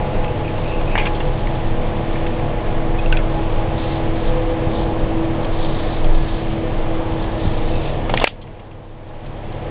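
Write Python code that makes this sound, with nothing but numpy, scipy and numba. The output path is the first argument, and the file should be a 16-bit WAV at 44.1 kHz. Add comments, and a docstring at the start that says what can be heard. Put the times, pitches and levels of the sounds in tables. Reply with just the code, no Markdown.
"""A droning room, where a small robot arm on a tabletop is heard by a hand-held camera.
Broadband air noise and wavering sines make the room; a slow sway shakes the camera.
Servos hum, and gear noise pulsed fifty times a second passes through resonances.
Noise bursts and snaps ring damped modes of arm, table and a small part; a hand bumps the camera.
One sharp knock makes the camera's gain control duck and creep back."""
import sys
import numpy as np
from scipy import signal
from scipy.fft import rfft, irfft
from scipy.io import wavfile
from scipy.ndimage import uniform_filter1d
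from numba import njit

SR = 44100
rng = np.random.default_rng(int(sys.argv[2]) if len(sys.argv) > 2 else 0)


def dump_mix(stems):
    """Bounce the given channels to the path in sys.argv[1] as a 16-bit WAV at rate SR."""
    frames = np.atleast_2d(stems).T  # one column per channel
    limited = np.clip(frames, -1, 1)  # hard clip at full scale
    pcm = np.round(limited * 32767).astype(np.int16)
    wavfile.write(sys.argv[1], SR, pcm)


N = 427769  # length [samples]


def undb(db):
    """Decibel law: a level in dB becomes an amplitude ratio."""
    return 10 ** (np.asarray(db) / 20)


def level(x, db):
    """RMS normalisation: scale a signal to a mean power given in dB."""
    return x * undb(db) / np.sqrt(np.mean(x ** 2))


def curve(table):
    """Linear interpolation: points (time [s], value) joined by lines, one value a sample."""
    return np.interp(np.arange(N) / SR, *np.transpose(table))


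def band(x, hz, width):
    """Resonance: a two-pole filter with gain 1 at its centre."""
    return signal.lfilter(*signal.iirpeak(hz, hz / width, SR), x)


def walk(rate):
    """Smoothed random modulation: levels held 1 / rate s and slewed twice; spread near 1."""
    hold = int(SR / rate)
    steps = np.repeat(rng.standard_normal(N // hold + 1), hold)
    slewed = uniform_filter1d(uniform_filter1d(steps, hold), hold)
    return 1.332 * slewed[:N]


def tone(hz, waver_hz, flicker_db, rough_db=0.):
    """Frequency and amplitude modulation: a sine, rms 1 before its level flickers and flutters."""
    phase = 2 * np.pi * np.cumsum(hz + waver_hz * walk(6)) / SR
    start = 2 * np.pi * rng.random()
    return np.sqrt(2) * np.sin(phase + start) * undb(flicker_db * walk(9) + rough_db * walk(30))


def swells(rows, rest_db, edge_s):
    """Amplitude envelope: a resting gain, to which each row adds a rise, hold and fall."""
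    t = np.arange(N) / SR

    def hump(start, length):
        # half height at start and end; a short one stays below full height
        return np.clip(np.minimum(t - start, start + length - t) / edge_s + .5, 0, 1)

    return undb(rest_db) + sum(undb(db) * hump(start, length) for start, length, db in rows)


def ring(push, modes, gains, order=1):
    """Modal superposition: a push excites damped resonances, summed and scaled to peak 1."""
    total = 0
    for k, (hz, t60) in enumerate(modes):
        # order 1 alternates the signs so that the valleys fill; 0 starts all together
        sign = (-1) ** (k * order)
        width = np.log(1000) / np.pi / t60
        total = total + sign * gains[k] * band(push, hz, width)
    return total / abs(total).max()


# Spectrum of the room's air: (frequency [Hz], relative density [dB per Hz])
AIR_SPECTRUM = [(20, -3.5), (45, -7), (70, -13.5), (110, -17.5), (170, -15.5), (280, -21), (420, -18),
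                (650, -18.5), (800, -22), (880, -23), (1050, -25), (1400, -32.5), (2400, -34.5),
                (3400, -36), (4000, -41), (4600, -45)]
AIR_DB = -22.5  # rms


def air():
    """Shaped broadband noise: overlapping octave bands of room noise flicker independently."""
    hz = np.arange(N // 2 + 1) * SR / N + 1  # 1 Hz up, to keep the logarithm finite
    f, db = np.transpose(AIR_SPECTRUM)
    noise = rfft(rng.standard_normal(N)) * undb(np.interp(np.log(hz), np.log(f), db))
    out = 0
    for octave in range(4, 13):
        share = np.clip(1 - abs(np.log2(hz) - octave), 0, 1)
        out = out + irfft(noise * share, N) * undb(0.8 * walk(2.99))
    return level(out, AIR_DB)


# Steady drones: (frequency [Hz], width [Hz], rms level before flicker [dB])
STEADY_DRONES = [(31.7, 5.7, -31), (81.2, 3, -36.5), (113.7, 4, -35.5), (136.85, 3, -34.5),
                 (141.6, 2.983, -33.5), (210.6, 4, -39.5), (248.2, 2, -40), (297.2, 2, -43.5),
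                 (468.8, 4, -42.5), (597, 3, -42), (634, 4, -43.5), (729, 4, -43), (1690, 5, -54),
                 (1795, 8, -54.5)]
# Servo hum, swelling while the camera faces the arm: (time [s], level [dB])
SERVO_HUM_LEVEL = [(0, -36.5), (1.6, -33.5), (2.1, -30), (5.4, -28), (7.3, -28), (7.9, -34.5)]
SERVO_HUM_HZ, HUM_SAG_HZ_PER_S = 328.5, .4
# Mains overtone, coming and going: (time [s], level [dB])
OVERTONE_LEVEL = [(0, -34), (1.4, -34), (2., -39.5), (2.3, -34), (3., -35), (3.6, -37.5), (4.2, -29),
                  (4.7, -36), (5.45, -35), (6.1, -39), (6.9, -36), (7.6, -38), (9.7, -36.5)]
OVERTONE_HZ = 499.6
# Whine, moving in pitch and level: (time [s], frequency [Hz], level [dB])
WHINE_PATH = [(0, 839.5, -36), (1, 837.4, -36), (2, 835, -38), (3, 833.5, -38), (4.3, 830, -38.5),
              (5.2, 829, -46), (6.599, 825, -46), (7.2, 823, -39), (7.698, 822, -43), (9, 830, -43.5),
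              (9.7, 830, -40.5)]


def drones():
    """Line spectrum of rotating and mains machines: fans, transformers, servo hum and whine."""
    t = np.arange(N) / SR
    steady = sum(undb(db) * tone(hz, width / 2, flicker_db=min(0.62 * width, 3.))
                 for hz, width, db in STEADY_DRONES)
    servo = tone(SERVO_HUM_HZ - HUM_SAG_HZ_PER_S * t, 0.61, flicker_db=2.0)
    overtone = tone(OVERTONE_HZ, 0.9, flicker_db=2.5, rough_db=2.0)
    time, whine_hz, whine_db = np.transpose(WHINE_PATH)
    whine = tone(np.interp(t, time, whine_hz), 1.1, flicker_db=2.0, rough_db=3.5)
    return (steady + undb(curve(SERVO_HUM_LEVEL)) * servo
            + undb(curve(OVERTONE_LEVEL)) * overtone
            + undb(np.interp(t, time, whine_db)) * whine)


# Waves of the low sway: (start [s], length [s], level added to the rest [dB])
SWAY_WAVES = [(.15, 0.074, -20.5), (.66, 0.63, -24.5), (1.6, 0.36, -23), (2.15, 0.31, -27),
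              (2.62, 0.97, -22.5), (3.98, 0.49, -23), (4.97, 0.88, -30.5), (6., 0.21, -16.5),
              (6.75, 0.27, -21.5), (7.42, 0.5, -25.5)]
SWAY_REST_DB, SWAY_EDGE_S, SWAY_HZ = -26.5, 0.13, 22.26


def rumble():
    """Low-frequency vibration: hand tremor and the building shake the camera in unsteady waves."""
    sway = tone(SWAY_HZ, 2.6, flicker_db=3.0)
    return swells(SWAY_WAVES, SWAY_REST_DB, SWAY_EDGE_S) * sway


# Gear resonances: (frequency [Hz], width of each of two passes [Hz], relative level [dB])
GEAR_MODES = [(3270, 510, -1.5), (3690, 750, 7), (3960, 300, 0.5)]
# Servos straining to move a joint: (start [s], length [s], gear chatter added to idle [dB])
SERVO_STRAINS = [(.12, 0.054, -56), (3.77, 0.22, -38), (4.2, 0.087, -39.5), (4.74, 0.084, -39),
                 (5.55, 0.44, -38), (6.15, 0.4, -43), (7.35, 0.59, -41.5)]
# Squeaks of one joint: (start [s], length [s], frequency [Hz], level before flutter [dB])
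JOINT_SQUEAKS = [(0.117, 0.053, 2690, -40), (0.242, 0.055, 2640, -42), (0.43, .06, 2520, -38.5),
                 (.53, .06, 2720, -43), (.62, .06, 2580, -39), (.7, .13, 2660, -39),
                 (0.866, 0.097, 2570, -38), (3.8, 0.14, 2750, -45), (7.701, 0.23, 2670, -42)]
CHATTER_HZ, GEARS_IDLE_DB, STRAIN_EDGE_S = 50.3, -43, 0.078
SQUEAK_HZ, SQUEAK_WIDTH_HZ, SQUEAK_IDLE_DB, SQUEAK_EDGE_S = 2670, 320, -56, .025


def chatter():
    """Pulsed excitation of resonances: each control frame kicks the motor, one joint squeaks lower."""
    cycles = np.arange(N) * CHATTER_HZ / SR
    frame_size = undb(2.0 * rng.standard_normal(int(cycles[-1]) + 1))
    size = frame_size[cycles.astype(int)]
    puffs = (0.69 + np.exp(-(cycles % 1) / 0.39)) * size * rng.standard_normal(N)
    gears = sum(undb(db) * band(band(puffs, hz, w), hz, w) for hz, w, db in GEAR_MODES)

    def squeak(hz):
        once = band(puffs, hz, SQUEAK_WIDTH_HZ)
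        return level(band(once, hz, SQUEAK_WIDTH_HZ), 0)

    squeaks = undb(SQUEAK_IDLE_DB) * squeak(SQUEAK_HZ)
    for start, length, hz, db in JOINT_SQUEAKS:
        squeaks = squeaks + swells([(start, length, db)], -np.inf, SQUEAK_EDGE_S) * squeak(hz)
    # the servos hunt, so both flutter about their levels
    gear_gain = swells(SERVO_STRAINS, GEARS_IDLE_DB, STRAIN_EDGE_S) * undb(0.8 * walk(11))
    return gear_gain * level(gears, 0) + undb(1.6 * walk(22)) * squeaks


# Motor under load: (start [s], length [s], level added to the rest [dB])
MOTOR_LOADS = [(5.55, 0.36, -44), (6.1, .33, -43)]
# Motor notes: (frequency [Hz], width [Hz], relative level [dB])
MOTOR_NOTES = [(3750, 180, 1.5), (4330, 130, 3.5)]


def whirr():
    """Narrow-band noise: two resonances make a breathy motor note, swelling under load."""
    noise = rng.standard_normal(N)
    note = sum(undb(db) * band(noise, hz, w) for hz, w, db in MOTOR_NOTES)
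    return swells(MOTOR_LOADS, -68.5, STRAIN_EDGE_S) * level(note, 0)


# Ticks and scrapes; those at 2.395, 6.043 and 7.476 s are faint chance bursts of the background noise:
# (time [s], peak of the arm-mode ring [dB], burst [ms], brightest frequency [Hz],
# peak of the table-mode thud relative to that ring [dB])
TICK_BURSTS = [(0.241, -23.5, 5.5, 2620, -17), (0.812, -29, 3.4, 2580, 11), (0.9536, -14, 4.2, 1950, 8),
               (.959, -19.5, 16, 2120, -1), (0.977, -12, 5.5, 2350, 2), (.9825, -10.5, 8.8, 2430, -17),
               (.992, -12, 25, 2350, -5), (1.02, -22, 44, 2500, -7), (1.054, -17, 8.5, 2500, -9),
               (1.062, -13, 15.5, 2350, -4), (1.144, -26, 31, 3250, -24), (1.202, -24.5, 11, 2480, 6),
               (1.47, -21.5, 2.5, 2300, -27), (2.157, -24, 3.5, 1970, -10), (2.263, -24, 9.1, 2520, -8),
               (2.395, -30.5, 3.5, 2380, 2), (3.136, -24, 28, 2100, -14), (3.18, -25, 29, 2150, -15),
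               (5.445, -27, 9.1, 3500, -17), (5.943, -30, 12, 3540, -20), (6.043, -24.5, 5, 3320, -2),
               (7.120, -24.5, 4, 2600, -8), (7.222, -24, 8, 3400, -25), (7.24, -27.5, 6, 2800, -16),
               (7.476, -34, 4, 2380, 11), (8.095, -18, 7.4, 2500, 7), (8.106, -29.5, 20, 2600, 4),
               (8.139, -13, 1.6, 2900, 11), (8.142, -17, 5.9, 2700, 2), (8.155, -30.5, 22, 2500, 7),
               (8.181, -25, 15, 2500, 0), (8.165, -18.5, 4.6, 3600, -11), (8.1732, -6, 0.9, 2630, -5),
               (8.198, -14, 4.3, 3200, 1), (8.2125, -17, 21, 2780, 8), (8.2412, 11.5, 0.54, 2400, 5),
               (8.2418, 6.5, 2.5, 2100, -16.5), (8.255, -11, 5, 3300, 1), (8.27, 4.5, 1.6, 3000, -18),
               (8.2738, 7.5, 2.74, 3210, -2), (8.28, -29, 21, 3200, 4), (8.311, -27, 3, 2500, -19),
               (8.413, -18, 22, 3280, -24), (8.468, -23.5, 18, 2500, -18.5), (8.593, -20.5, 12, 2700, -20),
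               (8.7112, -22.5, 10, 2600, -23), (9.148, -34, 5, 2400, -1), (9.26, -26, 8.5, 3500, -18),
               (9.52, -26, 7.3, 3480, -12)]
# Arm modes before each burst alters them: (frequency [Hz], ring time t60 [s], weight [dB])
ARM_MODES = [(1250, 0.013, -2), (1430, 0.0049, -6.5), (1758, 0.015, 3.5), (1895, 0.022, 1),
             (2153, 0.01, -2), (2420, 0.02, 1), (2750, 0.0085, -1.5), (2974, 0.015, 0), (3210, 0.014, -2),
             (3760, 0.02, 0), (4100, 0.022, 3)]
# Table modes: (frequency [Hz], ring time t60 [s], weight [dB])
TABLE_MODES = [(457, 0.0075, -4), (610, 0.016, 2), (748, 0.013, 3), (890, 0.013, 2.5), (1055, 0.0098, -4.5)]
MODE_SCATTER_DB, MODE_DETUNE = 1.5, .012  # spread of mode weight, and of frequency as a fraction
SHARP_BURST_MS = 3.5  # scale below which a burst wakes all modes
RUB_DAMP_MS = 12  # a burst this long halves the ring time
BURST_TOP = 1.44  # a burst excites little above this multiple of its brightest frequency
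CRACK_DB, CRACK_WIDTH_HZ = -2, 1840


def ticks():
    """Modal response to noise bursts: each rings arm modes near its own pitch, and table modes."""
    length = 8192
    out, t = np.zeros(N + length), np.arange(length) / SR
    chance = rng.standard_normal((len(TICK_BURSTS), 3, length))
    table_modes = [(f, t60) for f, t60, g in TABLE_MODES]
    table_gains = [t60 * undb(g) for f, t60, g in TABLE_MODES]
    for (start, db, ms, hz, thud_db), (noise, grit, place) in zip(TICK_BURSTS, chance):
        u = t * 1000 / ms
        # uneven grains, as in catch and slip
        push = noise * undb(2.86 * grit) * np.exp(-u ** 2) * np.minimum(.3 + u / .15, 1)
        push[0] += 6.9 * np.exp(-ms / RUB_DAMP_MS)  # initial impulse, soft in a long burst
        push = signal.lfilter(*signal.butter(4, BURST_TOP * hz, fs=SR), push)

        modes, gains = [], []
        for (f, t60, g), scatter, pose in zip(ARM_MODES, place, place[::-1]):
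            # a sharp burst wakes all modes, a long one those near it
            nearness = np.exp(-(np.log(f / hz) / 0.26) ** 2)
            reach = nearness + 0.18 + 0.35 * np.exp(-ms / SHARP_BURST_MS)
            # narrow modes take less of a burst, so the long ringers are weighted up
            gains.append(reach * t60 ** 0.69 * undb(g + MODE_SCATTER_DB * scatter))
            # the arm's pose shifts its modes a little; a lasting burst damps them
            modes.append((f * (1 + MODE_DETUNE * pose), t60 / (1 + ms / RUB_DAMP_MS)))
        y = ring(push, modes, gains)
        y += undb(thud_db) * ring(push, table_modes, table_gains, order=0)
        # the dry sound of the burst itself
        crack = band(band(push, hz, CRACK_WIDTH_HZ), hz, CRACK_WIDTH_HZ)
        y += undb(CRACK_DB) * crack / abs(crack).max()
        # a faint short tail from the tabletop and walls
        y += 0.35 * band(band(grit, hz, 2500.), hz, 2500.) * np.exp(-t / 0.02)
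        i = int(start * SR)
        out[i:i + length] += undb(db) * y
    return out[:N]


# Bumps of the hand on the camera: (time of the centre [s], peak [dB], push [ms])
HAND_BUMPS = [(2.239, -15, 3.7), (3.539, -19, 6.9), (4.674, -11, 2.2), (5.039, -7, 7.2), (7.455, -7, 1.4),
              (7.475, -9, 3), (7.49, -16, 7.5)]


def bumps():
    """Pressure pulse: each bump sucks the diaphragm back, with weaker opposite lobes on both sides."""
    out, t = 0, np.arange(N) / SR
    for centre, db, ms in HAND_BUMPS:
        u = (t - centre) * 1000 / ms
        out = out - undb(db) * (1 - u ** 2) * np.exp(-u ** 2 / 2)
    return out


# Singing joint: (start [s], length [ms], frequency [Hz], level of the main tone [dB],
# upper partial relative to it [dB])
JOINT_CHIRPS = [(2.986, 16, 2530, -26, -9.5)]
CHIRP_PARTIAL = 1.33  # frequency ratio


def chirps():
    """Inharmonic partials: a joint sings briefly, flat-topped, with a weaker tone above."""
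    out, t = 0, np.arange(N) / SR
    for start, ms, hz, db, upper_db in JOINT_CHIRPS:
        u = (t - start) * 1000 / ms
        upper = np.sin(2 * np.pi * CHIRP_PARTIAL * hz * t)
        sing = np.sin(2 * np.pi * hz * t) + undb(upper_db) * upper
        out = out + undb(db) * np.exp(-(2 * u - 1) ** 4) * sing
    return out


# Clean clicks of a small stiff part: (time [s], peak of the ring [dB], share of the side modes [ratio])
PART_CLICKS = [(3.059, -21, .3), (3.124, -8.5, 0.87), (3.17, -10, 0.85)]
# Modes of the part: (frequency [Hz], ring time t60 [s], weight [dB])
PART_MODES = [(1520, 0.042, -10.5), (1870, .015, -12), (2300, 0.0077, -11), (2520, 0.012, -0.5),
              (2750, 0.016, -1.5), (3370, 0.018, -7.5), (3860, 0.011, -4), (4330, 0.0072, -13)]
SNAP_DB = -7.5  # unpitched crack at a full side share, relative to the ring


def clicks():
    """Impulse response of a stiff body: a snap rings the part, its side modes by a given share."""
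    length = 4096
    out, t = np.zeros(N), np.arange(length) / SR
    modes = [(hz, t60) for hz, t60, g in PART_MODES]
    for (start, db, side), noise in zip(PART_CLICKS, rng.standard_normal((len(PART_CLICKS), length))):
        push = noise * np.exp(-t / .0028)
        push[0] += 4.  # the snap itself
        # narrow modes take less of a snap, so each is weighted by its ring time
        gains = [t60 * undb(g) * (1 if 2400 < hz < 2900 else side) for hz, t60, g in PART_MODES]
        crack = band(band(push, 2800., 2400.), 2800., 2400.)
        y = ring(push, modes, gains) + undb(SNAP_DB) * side * crack / abs(crack).max()
        i = int(start * SR)
        out[i:i + length] += undb(db) * y
    return out


# the hardest knock sets a thin wire ringing
WIRE_S, WIRE_HZ, WIRE_DB, WIRE_T60_S = 8.243, 1610, -12, 0.13


def wire():
    """Exponential decay of a single mode: a thin wire dies away."""
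    t = np.arange(N) / SR - WIRE_S
    fade = undb(WIRE_DB - 60 * abs(t) / WIRE_T60_S)
    return (t > 0) * fade * np.sin(2 * np.pi * WIRE_HZ * t)


def scene():
    """Linear superposition: all sources add at the camera."""
    room = air() + drones() + rumble()
    motors = chatter() + whirr()
    events = ticks() + bumps() + chirps() + clicks() + wire()
    return (room + motors + events)[None]


@njit
def ducking(x, top, attack, hold, release):
    """Automatic gain control: gain drops fast on a loud peak, waits, then eases back."""
    gain, envelope, wait = np.empty(len(x)), top, 0.
    for i in range(len(x)):
        if abs(x[i]) > envelope:
            envelope, wait = envelope + attack * (abs(x[i]) - envelope), hold
        elif wait > 0:
            wait -= 1
        else:
            envelope += release * (top - envelope)
        gain[i] = top / envelope
    return gain


# band-reject at 4 kHz, as left by resampling from 8 kHz: a wide dip, then a narrow notch
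RESAMPLING_DIP_HZ, RESAMPLING_DIP_WIDTH_HZ, RESAMPLING_DIP_DEPTH = 4006, 870, 0.59
RESAMPLING_NOTCH_WIDTH_HZ, RESAMPLING_NOTCH_DEPTH = 140, 0.77
ROLL_HZ, TOP_HZ = 3560, 4683  # gentle fall of the treble, and the steep upper limit
GAIN_TOP, GAIN_ATTACK_S, GAIN_HOLD_S, GAIN_RELEASE_S = 0.73, 0.00057, 0.73, 0.38
HUM_HZ, HUM_IN_DB, HUM_DB = 99.7, -31, -49  # mains hum, ahead of and behind the gain control


def record(dry):
    """Signal chain: 4 kHz band-reject, falling top, gain control, circuit hum, overload, narrow band."""
    dipped = dry - RESAMPLING_DIP_DEPTH * band(dry, RESAMPLING_DIP_HZ, RESAMPLING_DIP_WIDTH_HZ)
    notch = band(dipped, RESAMPLING_DIP_HZ, RESAMPLING_NOTCH_WIDTH_HZ)
    notched = dipped - RESAMPLING_NOTCH_DEPTH * notch
    rolled = signal.sosfilt(signal.butter(4, ROLL_HZ, fs=SR, output="sos"), notched)
    attack, release = 1 / (GAIN_ATTACK_S * SR), 1 / (GAIN_RELEASE_S * SR)
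    gain = ducking(rolled[0], GAIN_TOP, attack, GAIN_HOLD_S * SR, release)
    hum = tone(HUM_HZ, 0.6, flicker_db=1.0)
    controlled = (rolled + undb(HUM_IN_DB) * hum) * gain
    wet = np.clip(controlled + undb(HUM_DB) * hum, -1, 1)
    return signal.sosfilt(signal.cheby1(10, .5, TOP_HZ, fs=SR, output="sos"), wet)


dry = scene()
out = record(dry)
dump_mix(out)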